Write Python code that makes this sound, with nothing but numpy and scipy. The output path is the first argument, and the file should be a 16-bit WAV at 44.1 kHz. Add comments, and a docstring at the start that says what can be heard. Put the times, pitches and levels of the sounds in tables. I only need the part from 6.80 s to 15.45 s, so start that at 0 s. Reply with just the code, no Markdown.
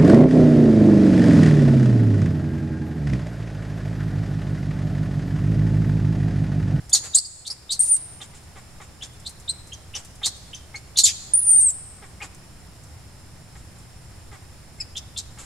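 """Over a low hum a newborn macaque brushes the rock it wriggles on and squeaks, in faint insect noise.
Each squeak is a sine peep at the mouth resonance, then an arched harmonic tone, longer when louder,
then a rasp of irregular pulses through resonances. Two thin whistles are wavering sines; soft grunts
are spectrally shaped harmonics and noise. Sparse impulse responses of rock and trees return the calls;
filtered noise makes steady far insects, and hum and air whose level dips briefly early on."""
import sys
import numpy as np
from scipy import signal
from scipy.fft import rfft, irfft, next_fast_len
from scipy.io import wavfile

SR = 44100
rng = np.random.default_rng(int(sys.argv[2]) if len(sys.argv) > 2 else 0)


def generate_wav(sig):
    """Save sig (samples, or channels by samples) to the path in sys.argv[1] as 16-bit PCM at SR."""
    pcm = np.round(np.clip(np.atleast_2d(sig).T, -1, 1) * 32767).astype(np.int16)
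    wavfile.write(sys.argv[1], SR, pcm)


N = 381465  # samples in the scene


def monkey():
    """Superposition: the infant's calls add linearly in the left and right channels."""
    # squeaks: mouth opens t/s, rasp decay t/s, mouth resonance f/Hz, pitch f/Hz, glide/share of pitch,
    # roughness/1 (limited to 0-0.95), peep level/dB, fundamental level/dB, overtones level/dB, rasp level/dB
    squeak_rows = [(0.131, .026, 3600, 2338, -0.0035, 0.31, -36.5, -65, -11.5, -19.5),
                   (0.348, 0.015, 3950, 3900, .23, 0.36, -34, -34, -11.5, -39.5),
                   (0.371, 0.0059, 4060, 4334, .02, 0.36, -42, -26, -19.5, -21.5),
                   (0.448, .008, 4400, 4800, -0.027, 0.65, -75, -35, -56, -49),
                   (0.665, 0.0085, 3750, 4000, 0.092, 0.94, -40, -33, -33, -33),
                   (0.701, 0.018, 4400, 5020, 0.11, 1, -65, -20.5, -35.5, -43),
                   (0.907, 0.027, 3840, 4065, .12, 0.32, -28, -27, -28.5, -25),
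                   (1.415, 0.014, 3170, 3560, -0.11, 0.6, -48, -36, -53, -52),
                   (2.222, 0.019, 3080, 3450, .05, 0.55, -46, -32, -44.5, -42),
                   (2.463, 0.0071, 3800, 4160, .11, 0.77, -44, -28, -37, -39),
                   (2.692, 0.011, 3900, 4160, 0.058, .1, -29.5, -25.5, -24, -41.5),
                   (2.932, 0.02, 3204, 3290, -0.07, .42, -38, -48, -38, -53),
                   (3.15, 0.016, 3020, 2990, -0.009, 0.8, -36.5, -35, -31, -35.5),
                   (3.445, 0.023, 3700, 3650, .13, 0.5, -24.5, -26, -30, -21),
                   (3.745, 0.029, 3130, 3090, .04, 0.46, -34.5, -50, -38, -48),
                   (3.957, 0.011, 2214, 2217, .04, 0.15, -34, -43.5, -36.5, -48),
                   (4.172, 0.025, 3670, 3380, .04, 0.8, -35.5, -35.5, -18, -15),
                   (4.237, 0.037, 3750, 3574, -0.071, 0.42, -64, -31, -11.5, -17.5),
                   (4.278, 0.024, 2250, 2520, -0.0052, 0.55, -49, -37.5, -30.5, -33.5),
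                   (5.415, 0.016, 2212, 2500, .02, 1.06, -43, -25.5, -57, -50),
                   (8.003, .01, 2180, 2575, -0.074, 0.08, -51, -41.5, -27.5, -44.5),
                   (8.166, .012, 3260, 3630, -.02, 0.9, -39, -29, -33.5, -34.5),
                   (8.374, .016, 3590, 3760, -0.024, 0.85, -37, -35, -28, -31)]
    # one list of points per whistle: t/s, pitch f/Hz, level/dB, roughness/1
    whistle_tracks = [
        [(0.992, 8530, -19.5, 0.27), (1.03, 8980, -18, 0.3), (1.052, 9150, -26, .5), (1.08, 9050, -25, 0.64),
         (1.104, 9360, -17.5, 0.07), (1.125, 9100, -16, 0.07), (1.148, 8770, -15, 0.18),
         (1.157, 8450, -29, 0.35), (1.171, 8600, -21, .64)],
        [(4.535, 8960, -13, 0.07), (4.565, 9340, -20, 0), (4.605, 9900, -23, 0.02), (4.645, 9410, -22.5, 0.09),
         (4.695, 9090, -13.5, 0.09), (4.745, 8800, -13.5, 0.1), (4.77, 9050, -16.5, 0.05),
         (4.8, 8970, -17.5, 0.09), (4.817, 8400, -18, 0.29), (4.836, 8920, -17, 0.02), (4.89, 8010, -20, 0.16),
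         (4.911, 7260, -25.5, 0.75)],
    ]
    # grunts: t/s, nominal length t/s, body level/dB, lisp level/dB
    grunt_rows = [(0.138, 0.035, -46, -48), (0.225, 0.069, -54.5, -40.5), (0.361, 0.023, -51.5, -64),
                  (0.691, 0.033, -57, -53), (1.402, 0.03, -50, -48), (1.533, .02, -54, -53),
                  (1.756, 0.041, -48, -57), (2, 0.033, -46.5, -54), (2.212, .029, -60, -45.5),
                  (3.152, 0.025, -47, -44.5), (3.415, 0.018, -46, -50), (3.461, 0.022, -42, -67),
                  (3.938, 0.0287, -50.5, -52.5), (5.221, 0.04, -48.5, -63), (5.409, 0.048, -43, -44),
                  (6.752, 0.021, -51.5, -58), (7.515, 0.052, -49, -57.5), (8.573, 0.027, -51, -44.5),
                  (8.617, 0.04, -57, -51)]
    # vocal-tract colour of a grunt: f/Hz, relative level/dB
    grunt_spectrum = [(200, -19), (400, 0), (800, 3), (1200, 5), (1550, -2.5), (2100, 4), (2700, -10),
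                      (3500, -6), (5000, -28)]
    # colour of the lisp of air: f/Hz, relative level/dB
    lisp_spectrum = [(3000, -2), (5500, -5), (7400, 7.5), (9000, -2.5), (11500, -11), (15000, -45)]
    lisp_delay_s = .012  # after the start of the grunt

    out = np.zeros((2, N))
    for row in squeak_rows:
        add(out, *squeak(row))
    for track in whistle_tracks:
        add(out, *whistle(track))
    for s, length, body_db, lisp_db in grunt_rows:
        add(out, s, amp(body_db) * puff(length, grunt_spectrum, rough=.6))
        add(out, s + lisp_delay_s, amp(lisp_db) * puff(0.046, lisp_spectrum, rough=0.99))
    return out


def squeak(row):
    """Source and filter: periodic folds excite the tract, then lose their rhythm as the mouth closes."""
    # colour of the bright part of the rasp: f/Hz, relative level/dB
    edge_spectrum = [(2500, -54), (4500, 17), (5600, 10.5), (7000, 1), (8700, 1.5), (10000, 3.5),
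                     (12000, -4), (15500, -46)]
    peep_s = .013  # the peep sounds just before the mouth opens
    # tone length at the loud level; it doubles with every further 38 dB
    tone_s, loud_db, doubling_db = .0175, -12, 38
    arch = 0.04505  # both ends of the tone lie this share of the pitch below its middle
    # the throat resonance follows the mouth's by a power law
    usual_throat_hz, usual_mouth_hz, throat_power = 6990, 3554, 0.75
    # the mouth resonance starts the rasp raised by a factor, then sinks by about this share
    rasp_lift, rasp_sink = 1.16, 0.0279
    rasp_carry = 3.5  # a falling tone falls on in its rasp, about this many times as far
    rasp_body_db = -6  # body against bright edge

    s, rasp, mouth_hz, mid_hz, glide, rough, peep_db, base_db, over_db, rasp_db = row
    rasp, rough = max(rasp, .004), np.clip(rough, 0, .95)
    tone = tone_s * 2 ** ((max(base_db, over_db) - loud_db) / doubling_db)
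    throat_hz = usual_throat_hz * (mouth_hz / usual_mouth_hz) ** throat_power
    t = np.arange(-peep_s - .002, tone + 2 * rasp, 1 / SR)  # zero where the mouth opens
    n = len(t)

    # the closed-mouth peep slides up to its note
    rise = 1 - .1 * np.exp(-(t - t[0]) / 0.0036)
    peep_pitch = mouth_hz * rise * (1 + 0.036 * waver(n, 700))
    closed = np.interp(t, [t[0], -.7 * peep_s, 0, .003], [0.056, 0.87, 0.78, 0.043])
    peep_phase = 2 * np.pi * np.cumsum(peep_pitch) / SR
    voiced = amp(peep_db) * closed * np.sqrt(2) * np.sin(peep_phase)

    # the open mouth favours overtones near the throat resonance
    u = np.clip(t / tone, 0, 1) - .5
    pitch = mid_hz * (1 + glide * u - arch * (2 * u) ** 2)
    jitter_depth = 0.0046 + 0.039 * rough * np.interp(t, [0, tone], [.45, 1])
    jitter = jitter_depth * waver(n, 800)
    phase = 2 * np.pi * np.cumsum(pitch * (1 + jitter)) / SR
    overtones = np.zeros(n)
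    for k in range(2, 7):
        formant = resonance(k * pitch, throat_hz, 1400) + .05
        rolloff = 1 + (k * pitch / 10200) ** 12
        overtones += formant / rolloff * np.sin(k * phase)
    overtones = evened(overtones)
    opened = np.interp(t, [-.003, .004, max(tone * 0.41, .003), tone - .001, tone + 0.0067],
                       [0, 1.23, 1.12, 0.66, 0.047])
    harmonics = amp(base_db) * np.sin(phase) * np.sqrt(2) + amp(over_db) * overtones
    voiced += opened * np.sqrt(1 - rough ** 2) * harmonics
    voiced *= 1 + 0.75 * rough * waver(n, 670)

    # slaps ring a sinking body resonance and brighter ones above it
    drive = flaps(n, rate_hz=650, leak=.45)
    rasp_time = np.maximum(t - tone, 0) / rasp
    fall = rasp_carry * min(glide, 0) - rasp_sink
    sinking = mouth_hz * rasp_lift * np.exp(fall * (1 - np.exp(-2.2 * rasp_time)))
    # a shaky voice lingers in the rasp
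    creak = 2 * np.pi * np.cumsum(sinking * (1 + 0.0485 * waver(n, 724))) / SR
    body = evened(ring(drive, sinking, width=1560) + 1.05 * np.sin(creak))
    bright = ring(drive, 2 * sinking, width=2580)
    bright += 1.57 * ring(drive, np.full(n, throat_hz), width=3480)
    bright += 2.44 * drive
    bright += .9 * np.sin(2 * creak) + .6 * np.sin(3 * creak)
    edge = colour(bright, lambda f: amp(read(edge_spectrum, f)))
    broken = np.interp(t, [tone - .003, tone + 0.0011], [0, 1.25]) * np.exp(-1.3 * rasp_time ** 1.64)
    noisy = body * amp(rasp_db + rasp_body_db) * (broken + rough * opened)
    noisy += edge * (amp(rasp_db) * broken + 0.6 * rough * amp(over_db) * opened)
    return s + t[0], voiced + noisy * np.clip((t[-1] - t) / 0.0075, 0, 1)


def whistle(track):
    """Frequency modulation: one wavering sine spreads into noise where the voice is rough."""
    sway_db, sway_hz = 4, 55  # rms left-right level difference and its highest rate
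    s, *columns = np.transpose(track)
    t = np.arange(s[0], s[-1], 1 / SR)
    hz, db, rough = (np.interp(t, s, c) for c in columns)
    n, rough = len(t), np.clip(rough, 0, .95)
    drift = 0.0035 * waver(n, 90) + 0.051 * rough * waver(n, 1166)
    phase = 2 * np.pi * np.cumsum(hz * (1 + drift)) / SR
    fray = colour(flaps(n, rate_hz=860, leak=1.2), lambda f: resonance(f, 8400, 2530) ** 2)
    tone = np.sqrt(2) * (1 - rough ** 2) * np.sin(phase) * amp(2.1 * waver(n, 90))
    voice = tone + 0.46 * rough * fray
    gate = np.sin(np.pi / 2 * np.clip(np.minimum(t - t[0], t[-1] - t) / 0.0015, 0, 1)) ** 2
    side_db = sway_db * waver(n, sway_hz)
    return s[0], voice * gate * amp(db + np.array([side_db, -side_db]) / 2)


def puff(length, spectrum, rough):
    """Mixed excitation: harmonics of falling pitch and turbulent air share one spectral filter."""
    n = int(max(length, .01) * SR * 1.2)
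    u, rough = np.linspace(0, 1, n), np.clip(rough, 0, 1)
    pitch = np.interp(u, [0, 1], [435, 340])
    phase = 2 * np.pi * np.cumsum(pitch * (1 + 0.021 * waver(n, 300))) / SR
    folds = evened(sum(np.cos(k * phase) for k in range(1, 30)))
    drive = np.sqrt(1 - rough ** 2) * folds + rough * rng.standard_normal(n)
    swell = evened(u ** 0.31 * (1 - u) ** 1.02)
    return colour(drive, lambda f: amp(read(spectrum, f))) * swell


def flaps(n, rate_hz, leak):
    """Pulse excitation: irregular slaps of random strength with noise of leaking air; rms 1."""
    turns = np.cumsum(rate_hz * np.exp(.4 * waver(n, 500))) / SR
    slaps = np.diff(np.floor(turns), prepend=0) * rng.uniform(0.48, 1, n)
    return evened(evened(slaps) + leak * rng.standard_normal(n))


def ring(x, hz, width):
    """Heterodyne resonance: a triple-pole decay turned at the moving frequency hz; rms 1."""
    turn = np.exp(2j * np.pi * np.cumsum(hz) / SR)
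    r = np.exp(-np.pi * width / SR)
    baseband = signal.lfilter([1], np.poly([r] * 3), x / turn)
    return evened((turn * baseband).real)


def scuffs():
    """Friction noise: small hands and feet brush the rock in bursts of decaying bright grit."""
    # brushes: t/s, level before the envelope/dB
    brushes = [(0.094, -35), (1.634, -52), (2.332, -52), (2.398, -48), (2.491, -37.5), (2.598, -45),
               (2.87, -44), (3.247, -41.5), (3.352, -48), (5.545, -47.5), (6.036, -47.5), (6.985, -49)]
    out, t = np.zeros(N), np.arange(0, .03, 1 / SR)
    envelope = np.clip(t / 0.0018, 0, 1) * np.exp(-t / 0.011)
    for s, db in brushes:
        grit = flaps(len(t), rate_hz=2500, leak=0.83)
        grit = colour(grit, lambda f: resonance(f, 7900, 3000) ** 2)
        add(out, s, amp(db) * grit * envelope)
    return out


def surroundings(x, tail_db):
    """Convolution reverberation: close rock echoes and a thin tail scattered by the trees."""
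    # reflections off the rock: left delay t/s, right delay t/s, level/dB
    reflections = [(.0013, 0.0013, -38), (.0037, 0.0022, -7.5), (.0068, 0.0061, -10.5),
                   (0.0143, 0.013, -10)]
    # decay among the trees: f/Hz, time to fall by 60 dB t/s
    tree_decay = [(500, 0.89), (2500, 1), (4500, 0.99), (9000, 0.84), (14000, 0.56)]
    taps = rng.standard_normal((2, SR)) * (rng.random((2, SR)) < 3000 / SR)  # about 3000 per second
    hz, t, z = signal.stft(taps, SR, nperseg=256)
    decay = amp(-60 * t / read(tree_decay, hz)[:, None])
    onset = np.clip(t / 0.0069, 0, 1)
    tail = signal.istft(z * decay * onset, SR, nperseg=256)[1]
    response = amp(tail_db) * tail / np.linalg.norm(tail[0])
    for left, right, db in reflections:
        response[[0, 1], [round(left * SR), round(right * SR)]] += amp(db)
    return signal.fftconvolve(x, response, axes=1)[:, :N]


def background():
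    """Spectral shaping of noise: a low distant hum, outdoor air and narrow steady bands of far insects."""
    # spectrum of the hum: f/Hz, relative density level/dB per Hz
    hum_spectrum = [(8, 2), (22, -24.5), (45, -2), (70, 2), (120, -1), (170, -7), (250, -14.5),
                    (400, -29.5), (900, -72)]
    # course of the hum before the dip is applied: t/s, level/dB
    hum_course = [(0, -46.5), (5, -46), (6.5, -44), (8.65, -45)]
    # spectrum of the air: f/Hz, relative density level/dB per Hz
    air_spectrum = [(200, -7.5), (320, 3.5), (450, -0.5), (750, 0.5), (1000, -3), (1900, -5), (3300, -10),
                    (4500, -9), (6300, -10.5), (8200, -11.5), (9600, -10), (12000, -16), (15800, -27.5)]
    # insect bands: centre f/Hz, nominal width f/Hz, level/dB
    insect_bands = [(5266, 240, -61.5), (7310, 136, -62), (9180, 340, -63)]
    air_db = -51.5  # outside the dip

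    t = np.arange(N) / SR
    hum_db = np.interp(t, *np.transpose(hum_course)) + dip(t, depth_db=-7.5, recover_s=0.81)
    hum = wash(lambda f: amp(read(hum_spectrum, f))) * amp(hum_db)
    flutter_db = .5 * waver(N, 33)
    air_course = air_db + dip(t, depth_db=-6.5, recover_s=0.53) + flutter_db
    air = wash(lambda f: amp(read(air_spectrum, f))) * amp(air_course)
    insects = np.zeros((2, N))
    for hz, width, db in insect_bands:
        insects += amp(db) * wash(lambda f: resonance(f, hz, width))
    return (hum + air + insects) * amp([[-.35], [.35]])  # a little louder on the right


def dip(t, depth_db, recover_s):
    """Gain envelope of hum or air: the level sinks once, stays down, then recovers; in dB."""
    bottom_s, fall_s, hold_s = 0.38, 0.059, 0.15
    corners = bottom_s + np.cumsum([-fall_s, fall_s, hold_s, recover_s])
    return depth_db * np.interp(t, corners, [0, 1, 1, 0])


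def wash(gain):
    """Interaural coherence: steady noise most alike in both channels in the bass; rms 1."""
    # coherence of the field: f/Hz, left-right correlation/1
    coherence = [(40, 0.9), (90, 0.99), (150, 0.82), (300, 0.52), (1000, 0.55), (5000, 0.18),
                 (14000, 0.157)]
    a, b = rfft(rng.standard_normal((2, N)))
    hz = np.fft.rfftfreq(N, 1 / SR)
    same = np.clip(read(coherence, hz), -1, 1)
    right = same * a + np.sqrt(1 - same ** 2) * b
    return evened(irfft(np.array([a, right]) * gain(hz), N))


def waver(n, hz):
    """Low-passed randomness: unsteadiness of rms 1 that rolls off above the rate hz."""
    return colour(rng.standard_normal(n), lambda f: 1 / (1 + (f / hz) ** 4))


def colour(x, gain):
    """Linear filtering: multiplies the spectrum by a gain function of frequency; rms 1."""
    size = next_fast_len(x.shape[-1] + 256)
    spectrum = rfft(x, size) * gain(np.fft.rfftfreq(size, 1 / SR))
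    return evened(irfft(spectrum, size)[..., :x.shape[-1]])


def resonance(hz, centre, width):
    """Resonance curve: the gain is halved 1.24 widths from the centre."""
    return 1 / (1 + ((hz - centre) / (1.24 * width)) ** 2)


def read(points, hz):
    """Logarithmic frequency scale: interpolates a table along it."""
    f, value = np.transpose(points)
    return np.interp(np.log(hz + 1), np.log(f + 1), value)


def evened(x):
    """Power normalisation: scales to rms 1."""
    return x / np.sqrt(np.mean(x ** 2) + 1e-20)


def amp(db):
    """Level law: decibels to amplitude gain."""
    return 10 ** (np.asarray(db) / 20)


def add(mix, s, sound):
    """Superposition: adds a sound to the mix from time s in seconds."""
    part = mix[..., max(round(s * SR), 0):][..., :sound.shape[-1]]
    part += sound[..., :part.shape[-1]]


def scene():
    """Direct and reflected sound: the infant close by, its echoes and the background."""
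    infant = monkey() + scuffs()
    return infant + surroundings(infant, tail_db=-16.0) + background()


def record(dry):
    """Clipping and band limitation: bounds the peaks at full scale, then low-passes."""
    edge_hz = 15900
    lowpass = signal.firwin(511, edge_hz, window=("kaiser", 9), fs=SR)
    return signal.oaconvolve(np.clip(dry, -1, 1), lowpass[None], "same")


dry = scene()
out = record(dry)
generate_wav(out)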